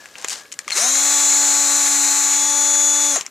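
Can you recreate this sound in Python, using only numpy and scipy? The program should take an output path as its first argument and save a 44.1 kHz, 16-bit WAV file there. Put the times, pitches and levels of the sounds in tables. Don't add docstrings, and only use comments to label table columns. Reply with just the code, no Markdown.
import sys
import numpy as np
from scipy import signal
from scipy.fft import rfft, irfft
from scipy.io import wavfile

SR = 44100
rng = np.random.default_rng(int(sys.argv[2]) if len(sys.argv) > 2 else 0)


def gain_from_db(level_db):
    decades = np.asarray(level_db, float) / 20
    return 10 ** decades


def transcribe(u):
    v = np.clip(np.atleast_2d(u).T, -1, 1)
    q = np.round(v * 32767).astype(np.int16)
    wavfile.write(sys.argv[1], SR, q)


N = 145530

# f/Hz, level/dB
ROOM_TONE = [(18, -42), (30, -6), (355, 1.5), (437, 1), (569, 3), (866, -15), (1160, 0), (1500, -6.5),
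             (16000, -16)]
# t/s, level/dB
RUB_LEVEL = [(0, -50), (.14, -51.5), (.23, -39.5), (.27, -43.5), (.3, -42.5), (.335, -35.5), (.37, -41.5),
             (.45, -50.5), (.5, -59), (.58, -58), (.6, -47), (.65, -60), (.7, -37)]
# f/Hz, density/dB
RUB_TONE = [(200, -19), (700, 0), (1500, -2), (3000, -4.5), (4500, -4.5), (7000, -3), (10000, -17),
            (15000, -31)]
# t/s, level/dB
CREAK_LEVEL = [(0, -64), (.31, -78), (.34, -74), (.45, -59), (.48, -75)]
# t/s, level/dB
SCRAPE_LEVEL = [(.28, -80), (.29, -39), (.315, -32.5), (.34, -44), (.4, -55), (.45, -80)]
# t/s, peak/dB, high over low ring/dB, t60/s, low ring f/Hz
CLICKS = [(0.0575, -19.5, -1.5, 0.0061, 1950), (.112, -39, 14, .012, 2500), (.155, -20, -21, 0.0086, 1960),
          (.160, -30, -16, 0.015, 2580), (.183, -25, 16, 0.011, 2520), (.214, -26, 15, .011, 2900),
          (.223, -27, 8, .01, 2200), (0.2455, -8, -2, 0.0062, 1940), (0.247, -15.5, -4, 0.016, 2430),
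          (0.277, -20, 12, .008, 3200), (.284, -9, 10.5, 0.013, 3170), (0.2957, -14, 12, .012, 3000),
          (0.297, -20, 9, 0.013, 3100), (0.303, -18, 4, 0.033, 3060), (.313, -20, 7, .02, 1610),
          (.317, -23, 3, 0.018, 1180), (.329, -24, 1, 0.013, 1920), (.455, -35, -20, .014, 2200),
          (0.5175, -23, 2, .01, 3000), (.523, -18.5, 9.5, 0.022, 2370), (.527, -22.5, 8, 0.018, 1990),
          (0.539, -26, 5, .02, 2150), (.590, -11, 4.5, 0.011, 2350), (0.646, -33, -4, .02, 1800),
          (0.679, -15, -3.5, 0.011, 2130), (.687, -21, 2, 0.014, 3200), (.701, -18, -5, .014, 3250),
          (.706, -8.5, -2.5, 0.0034, 2220), (.718, -12.5, 0, 0.012, 2090), (3.250, -34, -10, .01, 1700),
          (3.257, -30, -2, .01, 2000), (3.278, -37, -14, .02, 1320)]
# f/Hz, density/dB
DULL_SNAP = [(400, -45), (1000, -20), (1600, -4), (2300, 0), (3200, -4), (4500, -12), (8000, -28)]
# f/Hz, density/dB
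SHARP_SNAP = [(2500, -28), (4200, -5.5), (5600, -3), (7200, -3), (9000, -7), (12000, -23), (15500, -25)]
# multiple of low ring f, level/dB
LOW_RING = [(.53, -6), (.8, -2.5), (1.001, 3), (1.35, -6.5)]
# f/Hz, level/dB
HIGH_RING = [(4500, -16), (5800, -4), (6500, -3), (7100, 0), (7900, -3), (9400, -10), (11000, -18)]
# t/s, peak/dB, f/Hz
THUDS = [
    (.2455, -25.5, 450),
    (.2455, -23.5, 1040),
    (.669, -39, 320),
    (.680, -21, 1190),
    (3.250, -41, 795),
]
# t/s, f/Hz
SHAFT_SPEED = [(.72, 30), (.755, 100), (.775, 150), (.79, 192), (.81, 219), (.85, 247.5), (.885, 264.5),
               (.92, 273), (.97, 279.8), (1.03, 284.4), (1.14, 287.1), (1.45, 286.4), (1.86, 284.1),
               (2.2, 285.4), (2.6, 288.7), (2.92, 290), (3.105, 289.5), (3.15, 277)]
# t/s, level/dB
MOTOR_POWER = [(.70, -51), (.72, -11), (.745, -9.5), (.762, 0.5), (.78, 3), (.9, 0.5), (1.1, 1.5),
               (3.16, 0.5), (3.18, -6), (3.2, -13.5), (3.24, -28), (3.3, -51)]
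# cutting level/dB, free level/dB
SHAFT_ORDERS = [(-24, -25), (-30, -28), (-22, -21), (-26, -25), (-38, -32), (-33, -38), (-48, -46),
                (-44, -46), (-35, -36), (-52, -54), (-50, -43), (-20, -19), (-35, -35), (-42, -44),
                (-37, -42), (-35, -39), (-46, -41), (-46, -36), (-44, -42), (-36, -29), (-17, -14),
                (-16, -24), (-20, -11), (-7, -6), (-12, -16), (-16, -27), (-14, -18),
                (-25, -29), (-30, -31), (-31, -28), (-29, -37), (-30, -50), (-35, -33), (-40, -39),
               (-36, -30), (-34, -40), (-38, -30), (-42, -34), (-33, -42), (-45, -36), (-38, -41),
               (-38, -41), (-37, -43), (-41, -46), (-52, -48), (-40, -44), (-39, -52), (-43, -49),
               (-52, -60), (-42, -54), (-47, -50), (-58, -51), (-52, -55), (-66, -61)]
MESH_ORDERS = [2.615, 5.23, 13.83, 14.83, 15.83, 21.23, 22.23, 22.77]
# cutting level/dB, free level/dB
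MESH_LEVELS = [(-31, -39), (-28, -44), (-27, -36), (-22, -28), (-33, -37), (-27, -38), (-17, -22),
               (-27, -36)]
# t/s, level/dB
SLOT_SWELL = [(.8, -20), (.9, -1), (1.5, -4), (1.68, -10), (1.95, -3), (2.14, -16), (2.4, -1), (3.12, 1),
              (3.15, -2), (3.17, -25)]
# t/s, level/dB
WOBBLE_SWELL = [(1.75, 0), (1.95, -7), (2.3, -5), (2.8, 3)]
# t/s, level/dB
RING_GEAR_SWELL = [(1.6, -6), (1.75, 1), (2.1, -1), (2.6, -8)]
# f/Hz, density/dB
SHELL_TONE = [(60, -87), (300, -22), (1300, -7.5), (2200, -6.5), (3100, -14), (9000, -7.5), (11500, -19.5),
              (15500, -27)]
# f/Hz, width/Hz, level/dB
SHELL_HUMPS = [(797, 7.7, 0.44), (3976, 334, 9), (6533, 1390, 10), (14500, 860, 2.5)]
# t/s, peak/dB, t60/s
CLACKS = [
    (3.210, -12, 0.0071),
    (3.264, -13.5, 0.0072),
]
# f/Hz, density/dB
STEEL_SNAP = [(800, -19.5), (2600, 0.5), (4200, -13), (6000, 2.5), (7400, -1), (8800, -21), (14000, -30)]
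# f/Hz, level/dB
ECHO_TONE = [(100, -39), (300, -26), (800, -1), (2800, -3), (5500, -12), (9000, -2.5), (14000, 1)]
# f/Hz, left over right level/dB
LEAN = [(200, 0), (400, .2), (800, 2), (1500, 3), (3000, 4.2), (6000, 4.8), (9500, 2.8), (13000, 0)]

BRAKE_S = 3.156
POLE, SLOT, WOBBLE, RING_GEAR = 3, 12, 2, 5.23
BURST_S = np.arange(4096) / SR


def evened(x):
    return x / np.sqrt(np.mean(x ** 2) + 1e-20)


def read(points, hz):
    f, value = np.transpose(points)
    return np.interp(np.log(hz + 1), np.log(f + 1), value)


def curve(points):
    return np.interp(np.arange(N) / SR, *np.transpose(points))


def colour(x, db_of):
    return irfft(rfft(x) * gain_from_db(db_of(np.fft.rfftfreq(N, 1 / SR))), N)


def band(x, centre_hz, width_hz):
    return evened(colour(x, lambda hz: np.maximum(-6 * ((hz - centre_hz) / width_hz) ** 2, -60)))


def drift(rate_hz):
    knots = rng.standard_normal(400)
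    return np.interp(np.arange(N) * rate_hz / SR, np.arange(400), knots)


def snap(points, noise):
    hz = np.fft.rfftfreq(len(noise), 1 / SR)
    return evened(irfft(rfft(noise) * gain_from_db(read(points, hz)), len(noise)))


def fall(t60_s):
    rise_s, tail_db, tail_t60_s = 0.00047, -26, 0.09
    decay = gain_from_db(-60 * BURST_S / max(t60_s, 0.004))
    rattle = gain_from_db(tail_db - 60 * BURST_S / tail_t60_s)
    return np.minimum(BURST_S / rise_s, 1) * (decay + rattle)


def add(mix, start_s, peak_db, sound):
    part = mix[round(start_s * SR):][:len(sound)]
    part += (gain_from_db(peak_db) * sound / abs(sound).max())[:len(part)]


def room_tone():
    mid, side = colour(rng.standard_normal((2, N)), lambda hz: read(ROOM_TONE, hz))
    return gain_from_db(-52) * evened(np.array([mid + 0.05 * side, mid - 0.05 * side]))


def rub():
    creak_hz, creak_width_hz, creak_db = 1670, 70, 11
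    grains = rng.standard_normal(N) * gain_from_db(3.0 * drift(350) + 1.5 * drift(40))
    slide = evened(colour(grains, lambda hz: read(RUB_TONE, hz)))
    out = gain_from_db(curve([*RUB_LEVEL, (0.8, -75)])) * slide
    out += gain_from_db(creak_db + curve(CREAK_LEVEL)) * band(grains, creak_hz, creak_width_hz)
    return out + gain_from_db(curve(SCRAPE_LEVEL)) * snap(SHARP_SNAP, grains)


def ring(modes):
    out = np.zeros(len(BURST_S))
    for hz, db in modes:
        level, pitch, phase = rng.standard_normal(3)
        turn = 2 * np.pi * hz * (1 + 0.024 * pitch) * BURST_S + np.pi * phase
        out += gain_from_db(db + 2 * level) * np.sin(turn)
    return evened(out)


def clicks():
    out, crack_db = np.zeros(N), -1
    for start_s, peak_db, sharp_db, t60_s, hz in CLICKS:
        dull, sharp = rng.standard_normal((2, len(BURST_S)))
        low = gain_from_db(crack_db) * snap(DULL_SNAP, dull) + ring([(k * hz, db) for k, db in LOW_RING])
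        high = gain_from_db(crack_db) * snap(SHARP_SNAP, sharp) + ring(HIGH_RING)
        both = gain_from_db(-sharp_db / 2) * low + gain_from_db(sharp_db / 2) * high
        add(out, start_s, peak_db, fall(t60_s) * both)
    return out


def thuds():
    out, t60_s = np.zeros(N), 0.014
    for start_s, peak_db, hz in THUDS:
        envelope = np.minimum(BURST_S * hz, 1) * gain_from_db(-60 * BURST_S / t60_s)
        add(out, start_s, peak_db, np.sin(2 * np.pi * hz * BURST_S) * envelope)
    return out


def shell_db(hz):
    humps_db = sum(db * np.exp(-((hz - f) / width) ** 2) for f, width, db in SHELL_HUMPS)
    return read(SHELL_TONE, hz) + humps_db


def pole_db(hz, speed):
    boom_hz, boom_width_hz, boom_db = 730, 60, 7
    notch_hz, notch_width_hz, notch_db = 812, 22, -13
    strain_db = 15
    boom = boom_db * np.exp(-((hz - boom_hz) / boom_width_hz) ** 2)
    notch = notch_db * np.exp(-((hz - notch_hz) / notch_width_hz) ** 2)
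    return boom + notch + strain_db * (1 - speed)


def drill():
    brake_hz_per_s, free_from_s, free_at_s = 5700, 2.17, 2.49
    spin_db, blur_db, slot_blur_db = 10, 30, 65
    waver_db, waver_hz, upper_db, bite_full_db = 1.3, 7, 2.5, 7
    lines_db, grind_db, eased_db, labour_db = -14.5, -22, -2.5, 5
    gate, chatter_db, chatter_hz = 0.23, 1.1, 110

    t = np.arange(N) / SR
    hz = np.maximum(curve(SHAFT_SPEED) - brake_hz_per_s * np.maximum(t - BRAKE_S, 0), 20)
    turns = np.cumsum(hz) / SR
    free = np.clip((t - free_from_s) / (free_at_s - free_from_s), 0, 1)
    top_hz = hz.max()
    coarse = slice(0, N, 64)
    speed = hz[coarse] / top_hz
    swell_db = {SLOT: curve(SLOT_SWELL), WOBBLE: curve(WOBBLE_SWELL), RING_GEAR: curve(RING_GEAR_SWELL)}
    bite_db = bite_full_db * np.clip((t - BRAKE_S) / 0.008, 0, 1)
    bite_share = {POLE: 1, 2 * POLE: 2}

    lines = np.zeros(N)
    orders = [*range(1, 55), *MESH_ORDERS]
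    levels = [*SHAFT_ORDERS, *MESH_LEVELS]
    for k, (cut_db, free_db) in zip(orders, levels):
        line_hz = k * hz[coarse]
        slope_db = spin_db + blur_db * (k > 4.5) + slot_blur_db * (k % SLOT == 0)
        moved_db = shell_db(line_hz) - shell_db(k * top_hz) + slope_db * np.log10(speed)
        if k == POLE:
            moved_db = moved_db + pole_db(line_hz, speed)
        db = cut_db + (free_db - cut_db) * free + np.interp(t, t[coarse], moved_db)
        db = db + waver_db * drift(waver_hz) + swell_db.get(k, 0)
        db = db + bite_share.get(k, 0) * bite_db + upper_db * (k > 28)
        lines += gain_from_db(db) * np.sin(2 * np.pi * (k * turns + rng.random()))

    pulse = (1 + gate * np.cos(2 * np.pi * turns)) * gain_from_db(chatter_db * drift(chatter_hz))
    grind = evened(colour(pulse * rng.standard_normal(N), shell_db))
    load_db = grind_db + eased_db * free + labour_db * (1 - hz / top_hz)
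    return gain_from_db(curve(MOTOR_POWER)) * (np.sqrt(2) * gain_from_db(lines_db) * lines + gain_from_db(load_db) * grind)


def squeak():
    start_s, rise_s, hold_s, t60_s = 0.718, 0.003, 0.009, 0.06
    pitch_hz, sag_per_s, rough_rad, level_db, half_db = 4320, 1.2, 0.9, -17, -15
    t = np.maximum(np.arange(N) / SR - start_s, 0)
    turn = 2 * np.pi * pitch_hz * t * (1 - sag_per_s * t) + rough_rad * drift(350)
    tone = np.sin(turn) + gain_from_db(half_db) * np.sin(turn / 2)
    decay = gain_from_db(level_db - 60 * np.maximum(t - hold_s, 0) / t60_s)
    return tone * np.minimum(t / rise_s, 1) * decay


def braking():
    judder_hz, judder_db, judder_t60_s = 1090, -24.5, 0.21
    shell_ring_hz, shell_ring_width_hz, shell_ring_db, shell_ring_t60_s = 6860, 500, -13, 0.12
    t = np.maximum(np.arange(N) / SR - BRAKE_S, 0)
    noise = rng.standard_normal(N)
    judder = evened(colour(noise, lambda hz: -30 * np.log10((hz + 1) / judder_hz) ** 2))
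    shell_ring = band(rng.standard_normal(N), shell_ring_hz, shell_ring_width_hz)
    out = judder * np.minimum(t / 0.0036, 1) * gain_from_db(judder_db - 60 * t / judder_t60_s)
    return out + shell_ring * np.minimum(t / 0.004, 1) * gain_from_db(shell_ring_db - 60 * t / shell_ring_t60_s)


def clacks():
    out = np.zeros(N)
    for start_s, peak_db, t60_s in CLACKS:
        burst = fall(t60_s) * rng.standard_normal(len(BURST_S))
        add(out, start_s, peak_db, snap(STEEL_SNAP, burst))
    return out


def walls(x):
    level_db, t60_s, gap_s = -8.5, 0.085, 0.003
    t = np.arange(SR // 2) / SR
    tail = rng.standard_normal((2, len(t))) * gain_from_db(-60 * t / t60_s) * (t > gap_s)
    wet = signal.fftconvolve(x[None], tail / np.linalg.norm(tail[0]), axes=1)[:, :N]
    return gain_from_db(level_db) * colour(wet, lambda hz: read(ECHO_TONE, hz))


def scene():
    near = rub() + clicks() + thuds() + drill() + squeak() + braking() + clacks()
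    both = near + walls(near)
    left = colour(both[0], lambda hz: read(LEAN, hz) / 2)
    right = colour(both[1], lambda hz: -read(LEAN, hz) / 2)
    return np.array([left, right]) + room_tone()


def top_cut(x):
    return signal.sosfilt(signal.butter(12, 16480, fs=SR, output="sos"), x)


def record(dry):
    ceiling, edge_hz, edge_width_hz = 0.86, 15400, 250

    def edges_db(hz):
        return -40 / (1 + np.exp((edge_hz - hz) / edge_width_hz)) - 12 / (1 + (hz / 60) ** 2)

    held = ceiling * np.tanh(dry / ceiling)
    return top_cut(colour(held, edges_db))


dry = scene()
out = record(dry)
transcribe(out)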